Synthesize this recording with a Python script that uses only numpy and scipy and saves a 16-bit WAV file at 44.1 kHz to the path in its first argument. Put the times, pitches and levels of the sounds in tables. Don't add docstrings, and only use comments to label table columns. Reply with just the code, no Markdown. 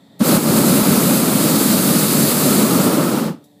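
import sys
import numpy as np
from scipy import signal
from scipy.fft import rfft, irfft
from scipy.io import wavfile
from scipy.ndimage import uniform_filter1d, minimum_filter1d

SR = 44100
rng = np.random.default_rng(int(sys.argv[2]) if len(sys.argv) > 2 else 0)


def unload_audio(sound):
    columns = np.transpose(np.atleast_2d(sound))
    steps = np.round(np.clip(columns, -1, 1) * 32767)
    wavfile.write(sys.argv[1], SR, steps.astype(np.int16))


N = 158760
T = np.arange(N) / SR
HZ = np.fft.rfftfreq(N, 1 / SR)

# pitch_hz, level_db (per Hz)
AIR_COLOUR = [(30, -22), (80, -2), (125, 5), (185, 6), (270, -3), (370, -11.5), (560, -7.5), (900, -12),
              (1350, -33), (2300, -29), (6500, -40), (15000, -48.5)]
# time_s, level_db
AIR_LEVEL = [(0, -52), (.19, -49), (3.4, -51.5), (3.6, -55)]
# pitch_hz, level_db (per Hz)
PILOT_COLOUR = [(1400, -23), (1700, -8), (1880, 0), (2100, -11), (2900, -21), (3250, -4), (3450, -3),
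                (3650, 3), (3900, -6), (4300, -5), (5000, -16), (6800, -22), (7550, -12.5), (8500, -20),
                (15000, -22)]
# time_s, level_db
PILOT_LEVEL = [(0, -61), (.2, -59), (3.4, -67), (3.6, -66)]
# time_s, pitch_hz, level_db
HUM = [(0, 137.4, -57), (0.199, 136.6, -54), (3.401, 146, -56.5), (3.6, 146, -54)]
# multiple (of pitch_hz), level_db (relative)
HUM_HARMONICS = [(2, 3.5), (3, -4.5), (4, -7), (5, -10.5)]

# time_s, level_db
JET_LEVEL = [(.188, -75), (.194, -38), (.215, -29), (.25, -19.5), (.285, -16.5), (.45, -19.5), (.73, -15),
             (1.08, -17), (1.3, -20), (1.5, -17.5), (2.3, -16.5), (2.65, -18.5), (2.88, -21), (2.95, -24),
             (3.16, -27), (3.27, -34.5), (3.32, -50), (3.37, -67)]
# pitch_hz, level_db (per Hz)
JET_OPEN_COLOUR = [(300, -44), (1500, -6.5), (2300, -5.5), (3300, -6.5), (3800, -2), (4400, -0.5),
                   (5100, -3), (5650, -8), (6500, -2.5), (6900, -3.5), (7600, 0.5), (9700, 0), (11500, 1),
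                   (14100, -1.5), (15300, -1.5)]
# pitch_hz, level_db (per Hz)
JET_LOW_COLOUR = [(300, -25), (1500, -19), (2400, -7), (3300, -8), (4300, -1), (5000, -3.5), (5500, -7.5),
                  (6700, -4), (7800, -1.5), (11000, -2), (14500, -2.5)]
THIN_FROM_S, THIN_TO_S = 2.4, 3.1
HISS_FLUTTER_DB, HISS_PATCH_DB = 0.3, 0.75

# time_s, level_db
FLAME_LEVEL = [(.192, -57), (.206, -15.5), (.24, -16.5), (.3, -12.5), (.68, -8.5), (.9, -8.5), (1.2, -14),
               (1.6, -14.5), (2.3, -13.5), (2.65, -12), (2.88, -13), (3.08, -16.5), (3.28, -18),
               (3.33, -26.5), (3.36, -35), (3.43, -45), (3.47, -64)]
# pitch_hz, level_db (per Hz)
FLAME_COLOUR = [(25, -31), (60, -19), (100, -11.5), (155, 0.5), (225, 1.75), (290, -1), (370, -6.5),
                (463, -10), (585, -9), (690, -17), (880, -16), (1020, -19), (1310, -15.5), (1500, -22),
                (1750, -27.5), (2600, -30), (5000, -33), (15000, -56)]
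ROAR_LUMP_DB, ROAR_PATCH_DB, LUMP_HZ = 1, 0.5, 45
# time_s, level_db (relative to the roar)
RUSH_LEVEL = [(.21, 0.44), (.28, 2.5), (.45, -3), (1.5, -0.5), (2.4, -2), (3.15, 1.9), (3.3, -2),
              (3.4, -7.5)]
RUSH_FROM_HZ, RUSH_LUMP_DB, RUSH_FLICKER_DB, FLICKER_HZ = 265, -0.2, .5, 30

# centre_s, thump_db, push_db (slow push of air), push_s (half length of the push, to 1/e)
PUFFS = [(.219, -1.5, -18, .004), (.376, -5.5, -13, .006), (.462, -16, -15, .012), (.821, -2.5, -6.5, .006),
         (.979, -8, -30, .012), (1.214, -13, -8, .016), (1.357, -8.5, -30, .012), (1.571, -8, -12, .01),
         (1.707, -10, -30, .012), (2.057, -9, -9, .015), (2.339, -15, -6.5, .018), (2.649, -10, -26, .012),
         (2.887, -10, -8, .014), (3.289, -16, -40, .012)]
THUMP_HZ, THUMP_HALF_S = 210, .007
LULL_DB, LULL_AFTER_S, LULL_HALF_S = -12, .026, .019

# pitch_hz, level_db (per Hz)
TICK_COLOUR = [(1000, -28), (4000, -1), (7000, -1), (12000, 0), (15000, -6)]
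TICK_S, TICK_DB, TICK_RISE_S, TICK_T60_S = 3.439, -53, .003, 0.12
# pitch_hz, level_db, t60_s
SEAT_MODES = [(3760, -62, .3), (5680, -68, .12), (7650, -63, .2), (10050, -65, .15), (11800, -65, .14),
              (14500, -65, .12)]
SEAT_WIDTH_HZ = 130

LIMIT_DB, RECOVER_DB_PER_S, LOW_CUT_HZ, EDGE_HZ = -1.4, 24.5, 137, 15450


def amp(db):
    return 10 ** (np.asarray(db) / 20)


def evened(x):
    return x / np.sqrt(np.mean(x ** 2) + 1e-20)


def curve(points):
    return np.interp(T, *np.transpose(points))


def coloured(x, points):
    hz, db = np.transpose(points)
    colour_db = np.interp(np.log(HZ + 1), np.log(hz), db)
    return evened(irfft(rfft(x) * amp(colour_db), N))


def above(x, hz, order=4):
    return irfft(rfft(x) * (1 - 1 / (1 + (HZ / hz) ** order)), N)


def wander(rate_hz):
    spectrum = rfft(rng.standard_normal(N))
    return evened(irfft(spectrum * (HZ > 2) / (1 + (HZ / rate_hz) ** 2), N))


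def turbulence(patch_db, size):
    cells = signal.stft(rng.standard_normal(N), nperseg=512, noverlap=384)[2]
    patches = uniform_filter1d(rng.standard_normal(cells.shape), size[0], axis=0)
    patches = evened(uniform_filter1d(patches, size[1], axis=1))
    return signal.istft(cells * amp(patch_db * patches), nperseg=512, noverlap=384)[1][:N]


def background():
    air = amp(curve(AIR_LEVEL)) * coloured(rng.standard_normal(N), AIR_COLOUR)
    pilot = amp(curve(PILOT_LEVEL)) * coloured(rng.standard_normal(N), PILOT_COLOUR)
    time_s, pitch_hz, level_db = np.transpose(HUM)
    hum_hz = np.interp(T, time_s, pitch_hz) * (1 + .004 * wander(rate_hz=10))
    turns = np.cumsum(hum_hz) / SR
    hum = 0
    for multiple, db in HUM_HARMONICS:
        hum = hum + amp(db) * np.sin(2 * np.pi * (round(multiple) * turns + rng.random()))
    return air + pilot + amp(np.interp(T, time_s, level_db)) * evened(hum)


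def jet():
    gas = turbulence(HISS_PATCH_DB, size=(14, 16))
    thin = np.clip((T - THIN_FROM_S) / (THIN_TO_S - THIN_FROM_S), 0, 1)
    hiss = (1 - thin) * coloured(gas, JET_OPEN_COLOUR) + thin * coloured(gas, JET_LOW_COLOUR)
    return hiss * amp(curve(JET_LEVEL) + HISS_FLUTTER_DB * wander(rate_hz=19))


def lulls():
    depth = np.zeros(N)
    for centre_s, thump_db, _, _ in PUFFS:
        t = T - centre_s - LULL_AFTER_S
        depth += amp(thump_db) ** 2 * np.exp(-(t / LULL_HALF_S) ** 2)
    return LULL_DB * depth


def flame():
    burn = coloured(turbulence(ROAR_PATCH_DB, size=(5, 7)), FLAME_COLOUR)
    rush = above(burn, RUSH_FROM_HZ)
    lumps = wander(LUMP_HZ)
    bass = (burn - rush) * amp(ROAR_LUMP_DB * lumps + lulls())
    rush_db = curve(RUSH_LEVEL) + RUSH_LUMP_DB * lumps + RUSH_FLICKER_DB * wander(FLICKER_HZ)
    return amp(curve(FLAME_LEVEL)) * (bass + rush * amp(rush_db))


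def puffs():
    out = np.zeros(N)
    for centre_s, thump_db, push_db, push_s in PUFFS:
        t = T - centre_s
        out += amp(thump_db) * np.exp(-(t / THUMP_HALF_S) ** 2) * np.sin(-2 * np.pi * THUMP_HZ * t)
        out -= amp(push_db) * np.exp(-(t / push_s) ** 2)
    return out


def valve():
    t = np.maximum(T - TICK_S, 0)
    spit = amp(TICK_DB - 60 * t / TICK_T60_S) * coloured(rng.standard_normal(N), TICK_COLOUR)
    ring = 0
    for pitch_hz, level_db, t60_s in SEAT_MODES:
        resonance = 1 / (1 + ((HZ - pitch_hz) / SEAT_WIDTH_HZ) ** 2)
        mode = evened(irfft(rfft(rng.standard_normal(N)) * resonance, N))
        ring = ring + amp(level_db - 60 * t / t60_s) * mode
    return np.minimum(t / TICK_RISE_S, 1) * (spit + ring)


def scene():
    mono = background() + jet() + flame() + puffs() + valve()
    return np.array([mono, mono])


def record(dry):
    low_cut = signal.butter(2, LOW_CUT_HZ, "high", fs=SR, output="sos")
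    cut = signal.sosfilt(low_cut, dry)
    peak = np.maximum(abs(dry), abs(cut)).max(0)
    over_db = np.maximum(20 * np.log10(peak + 1e-9) - LIMIT_DB, 0)
    fall_db = T * RECOVER_DB_PER_S
    held_db = np.maximum.accumulate(over_db + fall_db) - fall_db
    widened_db = -minimum_filter1d(-held_db, size=160)
    duck_db = uniform_filter1d(widened_db, size=160)
    band_limit = signal.firwin(1023, EDGE_HZ, window=("kaiser", 9), fs=SR)
    return signal.oaconvolve(cut / amp(duck_db), band_limit[None], "same")


dry = scene()
out = record(dry)
unload_audio(out)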